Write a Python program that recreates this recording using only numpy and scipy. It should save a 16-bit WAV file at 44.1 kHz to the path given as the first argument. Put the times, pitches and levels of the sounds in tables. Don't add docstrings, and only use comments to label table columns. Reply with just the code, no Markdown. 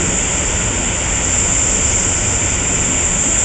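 import sys
import numpy as np
from scipy import signal
from scipy.fft import rfft, irfft
from scipy.io import wavfile
from scipy.ndimage import uniform_filter1d

SR = 44100
rng = np.random.default_rng(int(sys.argv[2]) if len(sys.argv) > 2 else 0)


def output_pcm(signal):
    pcm = np.clip(np.atleast_2d(signal).T, -1, 1) * 32767
    wavfile.write(sys.argv[1], SR, np.round(pcm).astype(np.int16))


def nominal_scale(level):
    x = np.asarray(level, float) / 20
    return 10 ** x


N = 151704
BLADES = 44


def rms_one(x):
    return x / np.sqrt(np.mean(x ** 2) + 1e-20)


def in_time(rows):
    s, *columns = np.transpose(rows)
    return [np.interp(np.arange(N) / SR, s, column) for column in columns]


def at_hz(points, hz):
    table_hz, db = np.transpose(points)
    return np.interp(np.log(hz + 1e-3), np.log(table_hz), db)


def drift(rate_hz):
    r = np.exp(-80 * np.pi * rate_hz / SR)
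    noise = rng.standard_normal(N // 40 + 2002)
    slow = signal.lfilter([1], [1, -2 * r, r * r], noise)[2000:]
    return np.interp(np.arange(N) / 40, np.arange(len(slow)), rms_one(slow))


def turbulence(colour, patchy_db):
    hz = np.fft.rfftfreq(N, 1 / SR)
    low, high = colour[0][0], colour[-1][0]
    inside = np.clip(np.minimum(hz / low - .5, 2 - hz / high) * 2, 0, 1)
    spectrum = rfft(rng.standard_normal(N)) * nominal_scale(at_hz(colour, hz)) * inside
    place = 2 * np.log2(np.clip(hz, low, high) / low)
    together = drift(15.0)
    out = 0
    for k in range(int(place.max()) + 2):
        overlap = np.clip(1 - abs(place - k), 0, 1)
        band = irfft(spectrum * overlap, N)
        out = out + band * nominal_scale(patchy_db * (0.13 * together + drift(8.0)))
    return rms_one(out)


# (time [s], pitch [Hz])
BLADE_PITCH = [(0, 7279), (.85, 7286), (1.4, 7289), (2.5, 7291.5), (3.44, 7294.5)]


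def shaft_angle():
    blade_hz, = in_time(BLADE_PITCH)
    return 2 * np.pi * np.cumsum(blade_hz) / SR / BLADES


# (time [s], level [dB])
HISS_LEVEL = [(0, -32.5), (.5, -32.5), (.9, -35), (1.3, -30.5), (2.0, -28), (2.5, -30.5), (3.0, -33.5),
              (3.44, -32)]
# (frequency [Hz], level per Hz [dB])
HISS_COLOUR = [(2500, -20.5), (3500, -22), (4200, 2.5), (5000, -1.5), (5800, 2.5), (6500, 8.5),
               (7500, -9.5), (8050, -6.5)]


def compressor_hiss():
    level_db, = in_time(HISS_LEVEL)
    return nominal_scale(level_db + 1.5) * turbulence(HISS_COLOUR, patchy_db=1.2)


ORDER_MULTIPLES = [18, 19, 21, 22, 25, 28]
ORDER_LEVELS = [-47, -48.5, -52, -54.5, -32.5, -44.5]
# (time [s], level [dB])
ORDER_SWELL = [(0, -1), (.8, 1.7), (1.1, 2.5), (2.0, 0.5), (2.6, -2.5), (3.44, -0.7)]


def shaft_orders(angle):
    orders = 0
    for multiple, level_db in zip(ORDER_MULTIPLES, ORDER_LEVELS):
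        start = rng.uniform(0, 2 * np.pi)
        tone = np.sqrt(2) * np.sin(multiple * angle + start)
        orders = orders + tone * nominal_scale(level_db - 0.5 * drift(9.5))
    swell_db, = in_time(ORDER_SWELL)
    return orders * nominal_scale(swell_db)


# (frequency [Hz], level per Hz [dB])
ROAR_COLOUR = [(200, -6), (600, 1), (1170, -5), (1440, -1.5), (1650, -5.5), (2200, 0), (3000, -3),
               (4500, -17)]


def exhaust_roar():
    return nominal_scale(-23.5) * turbulence(ROAR_COLOUR, patchy_db=.5)


# (frequency [Hz], level per Hz [dB])
RUMBLE_COLOUR = [(15, -24), (27, -5.5), (48, 1), (70, 3), (115, -3), (190, -3), (300, -9), (600, -21)]
# (time [s], level [dB])
RUMBLE_SWELL = [(0, 1), (.3, -4), (.6, -1.5), (1.0, -3.5), (1.4, -2.5), (1.8, -2.5), (2.2, -2.5),
                (2.55, -3.5), (2.85, -2), (3.1, -3), (3.44, -4)]


def exhaust_rumble():
    evenness, even_s = .55, .05
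    rumble = turbulence(RUMBLE_COLOUR, patchy_db=-0.94)
    power = uniform_filter1d(rumble ** 2, int(even_s * SR))
    power = uniform_filter1d(power, int(even_s * SR / 2))
    rumble = rms_one(rumble * (power + .05) ** (-evenness / 2))
    swell_db, = in_time(RUMBLE_SWELL)
    return nominal_scale(-19.5 + swell_db) * rumble


# (time [s], level [dB], hump against tone [dB])
WHINE_LEVEL = [(0, -24.5, 6), (.22, -22, 4), (.55, -20.5, 0.3), (.8, -23, 2.5), (1.07, -21, 0.5),
               (1.25, -16.5, -1.5), (1.6, -14, -2.5), (1.9, -16, -1.3), (2.12, -19, 1.5), (2.2, -22, 4),
               (2.4, -17.5, -2.1), (2.65, -20, 0.5), (2.8, -16.5, -1.5), (3.0, -16.5, -2.5),
               (3.15, -15.5, -2), (3.3, -17, 2), (3.44, -17.5, 2.2)]
# (frequency [Hz], level per Hz [dB])
HUMP_COLOUR = [(5500, -28), (6300, -16.5), (6800, -5.5), (7080, -0.5), (7230, 3.5), (7400, -1),
               (7700, -5.5), (8050, -11)]


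def blade_whine(angle):
    level_db, hump_db = in_time(WHINE_LEVEL)
    tone = np.sqrt(2) * np.sin(BLADES * angle) * nominal_scale(-4 + 0.5 * drift(21))
    hump = nominal_scale(1 + hump_db) * turbulence(HUMP_COLOUR, patchy_db=0.25)
    gust_db = .7 * drift(22)
    return nominal_scale(level_db + gust_db) * (tone + hump)


# (delay [s], gain [ratio], dulled above [Hz], phase turn of the soft surface [rad])
ECHOES = [
    (.0021, 0.22, 1385, -0.1),
    (.0033, 0.16, 595, 0.07),
    (.0052, 0.11, 218, 1.1),
    (.0095, 0.068, 1207, 3),
    (0.012, 0.4, 296, 1.16),
    (0.018, 0.061, 1200, -0.8),
    (0.026, 0.061, 300, 0.96),
    (0.035, 0.14, 330, 1.5),
    (0.046, 0.38, 289, 1.23),
]


def yard(x):
    hz = np.fft.rfftfreq(N, 1 / SR)
    paths = 1
    for delay_s, gain, dull_hz, turn in ECHOES:
        late = np.exp(1j * (turn - 2 * np.pi * hz * delay_s))
        paths = paths + gain * late / np.sqrt(1 + (hz / dull_hz) ** 4)
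    return irfft(rfft(x) * paths, N)


def scene():
    angle = shaft_angle()
    compressor = compressor_hiss() + shaft_orders(angle) + blade_whine(angle)
    exhaust = exhaust_roar() + exhaust_rumble()
    return yard(compressor + exhaust)[None]


def roll_off(x):
    return signal.sosfilt(signal.butter(12, 9150, fs=SR, output="sos"), x)


# (frequency [Hz], level [dB])
PORT_DIP = [(3600, 0), (3800, -6), (4050, -15), (4185, -29), (4300, -18), (4450, -10), (4650, -5),
            (5100, 0)]


def record(dry):
    overload, camera_rate_hz = 0.56, 16000
    hz = np.fft.rfftfreq(N, 1 / SR)
    rounded = overload * np.tanh(dry[0] / overload)
    spectrum = rfft(rounded) * nominal_scale(at_hz(PORT_DIP, hz))
    half = int(round(camera_rate_hz / 2 * N / SR))
    above = np.arange(half, 2 * half)
    khz = (hz[above] - hz[half]) / 1000
    spectrum[half:] = 0
    image_db = -31 * khz - 10 * khz ** 8
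    spectrum[above] = np.conj(spectrum[2 * half - above]) * nominal_scale(image_db)
    mix = irfft(spectrum, N)[None]
    return roll_off(mix)


dry = scene()
out = record(dry)
output_pcm(out)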